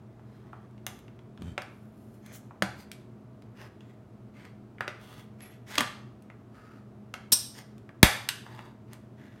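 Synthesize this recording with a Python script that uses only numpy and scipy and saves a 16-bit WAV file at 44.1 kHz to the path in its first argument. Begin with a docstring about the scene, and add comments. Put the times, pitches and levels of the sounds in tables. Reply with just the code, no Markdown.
"""On a stone counter in a hard-walled room, a screwdriver pries open a tablet's plastic case, close-miked.
The strained seam ticks, and catches let go in short snaps that ring the shell. Hands and case rub,
the case judders and bumps on the stone, and the steel blade squeaks and skids. One big crack
overloads the microphone. The walls answer the handling, over a bed of low noise and appliance hum."""
import sys
import numpy as np
from scipy import signal
from scipy.fft import rfft, irfft, next_fast_len
from scipy.io import wavfile

SR = 44100
rng = np.random.default_rng(int(sys.argv[2]) if len(sys.argv) > 2 else 0)


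def master(y):
    """Save y as 16-bit WAV."""
    cut = np.clip(np.atleast_2d(y).T, -1, 1)
    pcm = np.round(cut * 32767)  # scale
    wavfile.write(sys.argv[1], SR, pcm.astype(np.int16))


N = 414533
BINS_HZ = np.arange(2049) * SR / 4096
# spectrum of a fresh fracture: f/Hz, level/dB
FRACTURE = [(500, -39.5), (2000, -6), (4000, 0.5), (6000, -1.5), (8500, -1.5), (11000, 0.5), (16000, -3.5)]


def undb(db):
    """Decibels to gain."""
    return 10 ** (np.asarray(db) / 20)


def unit(x):
    """Scale to rms 1."""
    return x / np.sqrt(np.mean(x ** 2) + 1e-30)


def clock(length):
    """Sample times for that many seconds."""
    return np.arange(int(length * SR)) / SR


def add(out, s, x):
    """Mix x in at time s."""
    i = max(int(s * SR), 0)
    out[i:i + len(x)] += x[:len(out) - i]


def along(points, hz):
    """Read (f/Hz, value) points on a log-frequency axis."""
    f, v = np.transpose(points)
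    return np.interp(np.log(hz + 0.0012), np.log(f), v)


def colour(x, points, tilt_db=0):
    """EQ x with a curve, tilted per octave about the middle treble."""
    size = next_fast_len(len(x) + 512)
    hz = np.arange(size // 2 + 1) * SR / size
    gain = undb(along(points, hz) + tilt_db * np.log2((hz + 100) / 3000))
    return irfft(rfft(x, size) * gain, size)[:len(x)]


def band(x, hz, kind, order=2):
    """Butterworth filter."""
    return signal.sosfilt(signal.butter(order, hz, kind, fs=SR, output="sos"), x)


def wander(rate, size, count=1024):
    """Random drift of spread near 1, with that many turning points a second."""
    return 1.2 * np.interp(np.arange(size) * rate / SR, np.arange(count), rng.standard_normal(count))


def ring(modes, t):
    """Decaying modes in random phase."""
    hz, db, t60 = np.transpose(modes)[:, :, None]
    cycles = hz * t + rng.random((len(modes), 1))
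    return np.sum(undb(db) * 0.00066 ** (t / t60) * np.sin(2 * np.pi * cycles), axis=0)


def blow(x, db):
    """Scale a hit so that its energy, packed into 4 ms, has this level."""
    return x * undb(db) * np.sqrt(.004 * SR / (np.sum(x ** 2) + 1e-30))


def resonance(hz, q):
    """Gain of a damped resonance, 1 at its centre."""
    ratio = (BINS_HZ + 1) / hz
    return 1 / (1 + (q * (ratio - 1 / ratio)) ** 2)


def shell_gain(floor_db=-13):
    """The shell's tone: broad, well-damped resonances over a bed of weaker ones."""
    # resonances of the plastic: f/Hz, width/Hz, level/dB
    resonances = [(364, 20, -2.5), (568, 60, 3.5), (780, 200, 2), (1000, 60, 1), (1156, 83, 4),
                  (1320, 180, 3), (1647, 460, 6), (2280, 600, 3), (2762, 240, -1), (3330, 520, 0),
                  (4200, 400, -7.5), (4850, 380, -4), (5550, 450, -8.5), (6300, 482, -3), (7100, 730, -6.5),
                  (8680, 2000, -2.5), (11100, 5100, -8), (13400, 3300, -4.5)]
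    hz, width, db = np.transpose(resonances)[:, :, None]
    peaks = undb(db) ** 2 / (1 + (2 * (BINS_HZ - hz) / width) ** 2)
    return np.sqrt(peaks.sum(axis=0) + undb(floor_db) ** 2)


def spot_gain(depth_db, spacing_hz):
    """Each spot on the shell favours some of its many close modes over others."""
    ripple = np.clip(rng.standard_normal(512), -2, 2)
    return undb(depth_db * np.interp(BINS_HZ / spacing_hz, np.arange(512), ripple))


def strike(gain, tear_s=0):
    """Impulse response with this spectrum; its parts arrive scattered over the tearing time."""
    cepstrum = irfft(np.log(gain + 1e-9))
    size = len(cepstrum)
    # minimum phase puts the energy up front
    cepstrum[1:size // 2] *= 2
    cepstrum[size // 2 + 1:] = 0
    delay = tear_s * (.5 + .5 * np.tanh(wander(900, len(gain))))
    return irfft(np.exp(rfft(cepstrum) - 2j * np.pi * np.cumsum(delay) * BINS_HZ[1]))[:size // 2]


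def room_tone(air_db=-51.5, sway_db=2.0, drift_hz=2.577):
    """A bed of low room noise and the wavering hum of an appliance."""
    # spectrum of the room noise: f/Hz, level/dB
    air = [(15, -53.5), (25, -39), (48, -16), (86, -12.5), (113, -1), (169, -12.5), (209, -6), (322, -13.5),
           (359, -10.5), (552, -23), (631, -18.5), (804, -25.5), (1270, -28.5), (1750, -36), (4500, -48),
           (15500, -58)]
    # tones of the hum: f/Hz, level/dB
    hum = [(119.5, -53), (210, -55), (637, -68.5)]
    out = undb(air_db) * unit(colour(rng.standard_normal(N), air))
    for hz, db in hum:
        cycles = np.cumsum(hz + drift_hz * wander(23, N)) / SR
        out += undb(db + sway_db * wander(26, N)) * np.sin(2 * np.pi * cycles)
    return out


def ticks(per_s=2.3, count=8, db=-77, panel_hz=2520, crack_db=-14, knock_hz=1000, knock_db=-24):
    """Strained plastic ticks faintly at random moments; returns rows for snaps()."""
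    # the blade works into the seam: start/s, end/s
    prying = [(0.098, 1.4), (3.3, 4.6), (6.0, 7.0)]
    rows = []
    for start, end in prying:
        times = start + (np.arange(count) + rng.random(count)) / per_s
        for s, (level, pitch, crack) in zip(times, rng.standard_normal((count, 3))):
            if s < end:
                hz = panel_hz * 2 ** (0.35 * pitch)
                rows.append((s, db + 4 * level, hz, crack_db + 5 * crack, knock_hz, knock_db))
    return rows


def snaps(tick_rows, panel_db=-9.5, tear_s=.002, flex_s=.0006, splinter_db=-10, splinter_s=0.012):
    """A catch tears free, or the case takes a dull tap: crack, panel ring, hollow knock. Returns direct sound
    and room send."""
    # catches letting go, and dull taps with hardly any crack: t/s, level/dB, panel f/Hz, relative crack/dB,
    # knock f/Hz, relative knock/dB
    events = [(0.194, -46.5, 1075, -41.5, 890, -11), (0.53, -36.5, 970, -50, 870, -5),
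              (0.778, -51.5, 2500, -21, 1000, -14), (0.865, -29.5, 2560, -1.5, 870, -8),
              (0.989, -59, 3000, 2, 900, -25), (1.08, -47.5, 2540, -20, 1000, -10),
              (1.19, -49, 2520, -20, 990, -10), (1.375, -46.5, 2600, -16, 1050, -8.5),
              (1.42, -44.5, 2880, -7.5, 1000, -6), (1.578, -19.5, 2020, -19.5, 540, -11),
              (1.619, -32, 1220, -11, 550, -24), (2.261, -53.5, 2200, 1.5, 910, -5),
              (2.352, -51, 3300, -3, 926, -12), (2.508, -39.5, 880, -46, 700, -9),
              (2.622, -16.5, 1694, -10, 830, -9.5), (2.915, -35.5, 2900, -4.5, 1500, -29),
              (3.421, -54.5, 3000, -8.5, 1250, -7), (3.806, -46.5, 3450, -24, 1300, -14),
              (4.451, -42.5, 2100, -11.5, 895, -22), (4.783, -39.5, 1890, -34, 920, -17),
              (4.807, -17, 1780, -46, 450, -14), (4.878, -20.5, 2070, -19.5, 445, -15),
              (5.405, -41.5, 2100, -12, 900, -34), (5.754, -25.5, 2300, -9.5, 1500, -21),
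              (5.778, -19.5, 1750, -12.5, 520, -8), (5.781, -10.5, 2830, -10.5, 1137, -13),
              (5.806, -15.5, 2000, -8.5, 1081, -10.5), (6.222, -69.5, 3500, 8.5, 1010, -22),
              (6.3, -43, 1810, -26, 894, -4.5), (7.139, -25.5, 2280, -13, 890, -12.5),
              (7.78, -56.5, 3470, -4, 1418, -16.5), (7.891, -40.5, 1580, -31.5, 800, -8.5),
              (8.029, -1.5, 1960, -4, 737, -10), (8.288, -16.5, 3220, -6, 1830, -13.5),
              (8.464, -39.5, 1187, -33, 800, -6), (8.59, -39.5, 2056, -18, 825, -2.5),
              (8.931, -51.5, 1474, 5, 865, 1)]
    out, shell, hz, t = np.zeros((2, N)), shell_gain(), BINS_HZ + 1, clock(.02)
    top_octaves = np.log2(np.maximum(hz / 5000, 1))
    for s, db, panel_hz, crack_db, knock_hz, knock_db in events + tick_rows:
        # a weak crack is also a blunt one: it loses its top first
        crack = undb(along(FRACTURE, hz) + 0.8 * min(crack_db, 0) * top_octaves)
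        panel, knock = resonance(panel_hz, q=1.2), resonance(knock_hz, q=1.0)
        layers = (panel, panel_db), (knock, knock_db), (crack, crack_db - 1)
        power = sum((unit(shape * shell) * undb(layer_db)) ** 2 for shape, layer_db in layers)
        # tiny splinters give way just after the main break
        force = rng.standard_normal(len(t)) ** 3 * np.exp(-t / splinter_s)
        force *= undb(splinter_db) / np.sqrt(np.sum(force ** 2))
        force[0] += 1
        # the microphone hears some modes more than others; the walls get them more evenly
        spot = spot_gain(depth_db=4.5, spacing_hz=240)
        for path, reach in zip(out, (spot, np.sqrt(spot))):
            snap = signal.fftconvolve(force, strike(np.sqrt(power) * reach, tear_s))
            add(path, s + flex_s, blow(snap, db + 10 * np.log10(power.mean())))
    return out


def rubs(grain_db=2.5, snags_per_s=90, snag_db=-6, attack_s=0.05, release_s=0.065):
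    """Hands, case and blade slide: fine grain and harder snags, heard through seam and shell."""
    # strokes: t/s, length/s, level/dB, tilt/(dB per octave), rubbed part's f/Hz, its ring/dB
    strokes = [(0.223, 0.24, -73.5, 0, 1090, 1), (0.408, 0.29, -70, -1, 1090, 15),
               (1.66, 0.69, -77, 6.5, 10300, 4), (2.216, 0.16, -59, -2.5, 6450, 7.5),
               (2.321, 0.075, -54.5, 9.5, 7000, -1), (2.75, 0.11, -61, 3.5, 5070, -8),
               (3.548, 0.14, -54.5, -2, 600, -3), (3.77, 0.2, -72.5, -0.5, 1500, -8),
               (4.332, 0.2, -59.5, -3, 4200, -8), (4.982, 0.29, -58.5, 1.5, 3400, -2),
               (5.041, 0.27, -66, -13.5, 219, 2), (5.377, 0.12, -59, 0, 2020, -0.5),
               (5.462, 0.13, -66, .5, 2094, -9.5), (5.661, 0.11, -53, 1, 2000, 3.5),
               (5.69, 0.2, -48.5, -0.5, 3536, -3.5), (6.507, 0.33, -61.5, -1.5, 1270, 14),
               (7.53, 0.11, -53.5, 1, 5300, -4), (8.404, 0.33, -57, -1, 900, 10.5),
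               (8.867, 0.12, -64, -2.5, 2940, -2), (9.157, 0.28, -63.5, -2, 1400, -10)]
    # spectrum of sliding friction: f/Hz, level/dB
    friction = [(200, 1), (700, 1), (1300, -4), (2000, -2), (3400, -5), (4500, -1.5), (8000, -10),
                (16000, -12.5)]
    # resonances of the scraped seam: f/Hz, Q, level/dB
    seam_modes = [(2000, 9.8, -7), (3450, 10, -7)]
    out = np.zeros(N)
    grain = unit(rng.choice([-1, 1], N) * undb(grain_db * np.minimum(rng.exponential(size=N), 5)))
    snags = unit((rng.random(N) < snags_per_s / SR) * rng.uniform(-1, 1, N))
    pressure = undb(1.5 * (wander(70, N) - wander(12, N)))
    texture = (grain + undb(snag_db) * snags) * pressure
    seam = 1 + sum(undb(db) * resonance(hz, q) for hz, q, db in seam_modes)
    for s, length, db, tilt_db, part_hz, ring_db in strokes:
        stroke = texture[int(s * SR):][:int(length * SR)]
        t = np.arange(len(stroke)) / SR
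        swell = np.clip(t / attack_s, 0, 1) * np.clip((length - t) / release_s, 0, 1)
        part = 1 + undb(ring_db) * resonance(part_hz, q=6.5)
        shell = strike(shell_gain() * seam * part * spot_gain(depth_db=3, spacing_hz=350))
        grit = signal.fftconvolve(colour(stroke, friction, tilt_db), shell)[:len(stroke)]
        add(out, s, undb(db) * unit(grit * swell))
    return out


def judder(start_hz=100, sag_hz_per_s=190, groan_db=-42, creak_db=-63, uneven=0.083, slip_s=0.011):
    """The case's edge stutters over the stone in slowing, unequal slips: a falling groan, a faint creak."""
    # the drag: t/s, length/s
    drag = (1.38, .16)
    # resonances of the dragging edge: f/Hz, Q, level/dB
    edge_modes = [(3100, 14, 11), (3530, 21, -5), (4620, 25, -2), (6260, 37, 4.5)]
    start, length = drag
    out, t = np.zeros(N), clock(length)
    slip_hz = (start_hz - sag_hz_per_s * t) * (1 + uneven * wander(60, len(t)))
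    pulses = np.diff(np.floor(np.cumsum(slip_hz) / SR), prepend=0)
    slips = pulses * np.sin(np.pi * t / length) * undb(3 * wander(91, len(t)))
    # each slip grinds briefly and rings the edge
    grit = signal.fftconvolve(slips, np.exp(-t / slip_s))[:len(t)] * rng.standard_normal(len(t))
    edge = 1 + sum(undb(db) * resonance(hz, q) for hz, q, db in edge_modes)
    shell = strike(shell_gain() * spot_gain(depth_db=6, spacing_hz=260) * edge)
    creak = unit(band(signal.fftconvolve(grit, shell)[:len(t)], 8700, "lowpass"))
    groan = unit(band(slips, [60, 180], "bandpass"))
    add(out, start, undb(groan_db) * groan + undb(creak_db) * creak)
    return out


def bumps(rise_s=.0008):
    """The hollow case thumps on the stone: higher in a stiffer grip, longer in a looser one."""
    # dull hits: t/s, level/dB, pitch factor, ring-time factor
    hits = [(1.419, -25, 1.07, 1.2), (2.624, -24.5, 1.05, 7.5), (5.783, -24.5, 1.57, 4.5),
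            (5.806, -28, 1.3, 5.5), (7.327, -22.5, 1.2, 1.2), (8.0314, 5, 1, .9)]
    # low modes of the hand-held case: f/Hz, level/dB, t60/s
    modes = [(302, -16.5, 0.044), (186, 0, 0.021), (116, -18, .065), (75, -25.5, .16)]
    out, t = np.zeros(N), clock(0.44)
    for s, level_db, pitch, sustain in hits:
        thump = sum(undb(db - 60 * t / (t60 * sustain)) * np.sin(2 * np.pi * pitch * hz * t)
                    for hz, db, t60 in modes)
        add(out, s, -undb(level_db) * (1 - np.exp(-t / rise_s)) * thump)
    return out


def clack():
    """The stiff edge of the case lands on the stone and rings briefly."""
    # the landing: t/s, level/dB
    landing = (2.6225, -16.5)
    # modes of the struck edge: f/Hz, level/dB, t60/s
    modes = [(327, -15, .09), (583, -10, 0.041), (940, -13, 0.028), (1570, 0, 0.019), (1734, -1, .018),
             (2950, -5.5, 0.014)]
    s, level_db = landing
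    out, t = np.zeros(N), clock(.2)
    edge = sum(undb(db - 60 * t / t60) * np.sin(2 * np.pi * hz * t) for hz, db, t60 in modes)
    add(out, s, undb(level_db) * edge)
    return out


def squeaks(waver=0.008, attack_s=0.0022):
    """Fast stick-slip at the tip: a thin, wavering whistle that rises when the blade speeds up."""
    # steel on plastic: t/s, level/dB, start f/Hz, end f/Hz, length/s
    glides = [(5.416, -49, 11200, 11160, 0.04), (5.446, -59, 11200, 11360, 0.087),
              (7.3202, -15.5, 2935, 4600, 0.0064), (7.3257, -16.5, 4860, 6190, 0.023),
              (7.329, -16, 7930, 9120, 0.015)]
    out = np.zeros(N)
    for s, db, start_hz, end_hz, length in glides:
        t = clock(length)
        hz = np.linspace(start_hz, end_hz, len(t)) * (1 + waver * wander(600, len(t)))
        envelope = (1 - np.exp(-t / attack_s)) * np.sqrt(1 - t / length)
        add(out, s, undb(db) * envelope * np.sin(2 * np.pi * np.cumsum(hz) / SR))
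    return out


def skid(steel_db=-2, shell_db=-21, attack_s=0.003):
    """The tip slips: a rush of tiny impacts hisses and sets the blade ringing."""
    # slip along the seam: t/s, level/dB, length/s
    slips = [(7.3188, -11, 0.018)]
    # modes of the steel blade: f/Hz, level/dB, ring time/s
    blade = [(3730, -16, .03), (4620, -13, .03), (5150, -7, 0.027), (5590, -7.5, .035), (6070, -7, .007),
             (8430, -11, .028), (8580, -24, .26), (8740, -11.5, 0.045), (8900, -8.5, .03),
             (10900, -11, 0.028), (12900, -14, 0.019), (14900, -4, .02)]
    out, t = np.zeros(N), clock(.35)
    for s, db, length in slips:
        force = rng.standard_normal(len(t)) * (1 - np.exp(-t / attack_s)) * np.exp(-(t / length) ** 4)
        scrape = band(colour(force, FRACTURE, tilt_db=1.0), 3200, "highpass")
        # the ring builds while the tip is moving
        steel = np.cumsum(force ** 2) / np.sum(force ** 2) * ring(blade, t)
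        shell = band(signal.fftconvolve(force, strike(shell_gain()))[:len(t)], 1800, "lowpass")
        add(out, s, undb(db) * (blow(scrape, 0) + blow(steel, steel_db) + blow(shell, shell_db)))
    return out


def reverb(send, wet_db=-4.0, early_db=3, early_s=0.059):
    """Dense reflections off counter and walls, strongest at first; the very top dies soonest."""
    # tone of the reflections: f/Hz, level/dB
    tone = [(60, -20.5), (200, -4), (500, -1.5), (1000, -1), (2500, -5), (5000, -6), (9000, -5), (16000, 4)]
    # decay of the room: f/Hz, t60/s
    decay = [(100, 0.13), (500, 0.38), (1200, 0.56), (2800, 0.44), (5500, 0.56), (9000, 0.36),
             (15000, 0.036)]
    t = clock(.8)
    noise = rfft(rng.standard_normal(len(t)))
    octave = np.log2(np.arange(len(noise)) * SR / len(t) + 1)
    centres = np.arange(6, 15)  # octave bands from 64 Hz up
    tail = 0
    for centre, weights in zip(centres, np.eye(len(centres))):
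        noise_band = irfft(noise * np.interp(octave, centres, weights), len(t))
        tail += noise_band * undb(-60 * t / along(decay, 2. ** centre))
    onset = np.clip(t / 0.0019 - .5, 0, 1)
    tail *= onset * undb(early_db * np.exp(-t / early_s))
    tail = colour(tail / np.sqrt(np.sum(tail ** 2)), tone)
    return undb(wet_db) * signal.fftconvolve(send, tail)[:N]


def scene(bump_send_db=-11):
    """Handling, reverb and room tone in mono; the close bumps hardly reach the walls."""
    sliding = skid() + squeaks() + rubs() + judder()
    knocks = bumps() + clack()
    snap_direct, snap_send = snaps(ticks())
    echo = reverb(snap_send + sliding + undb(bump_send_db) * knocks)
    return (snap_direct + sliding + knocks + echo + room_tone())[None]


def record(dry, low_cut_hz=42, top_hz=15900):
    """The microphone drops the deepest bass, the input clips at full scale and the top is cut."""
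    clipped = np.clip(band(dry, low_cut_hz, "highpass", order=5), -1, 1)
    return signal.sosfilt(signal.ellip(8, .2, 85, top_hz, fs=SR, output="sos"), clipped)


dry = scene()
out = record(dry)
master(out)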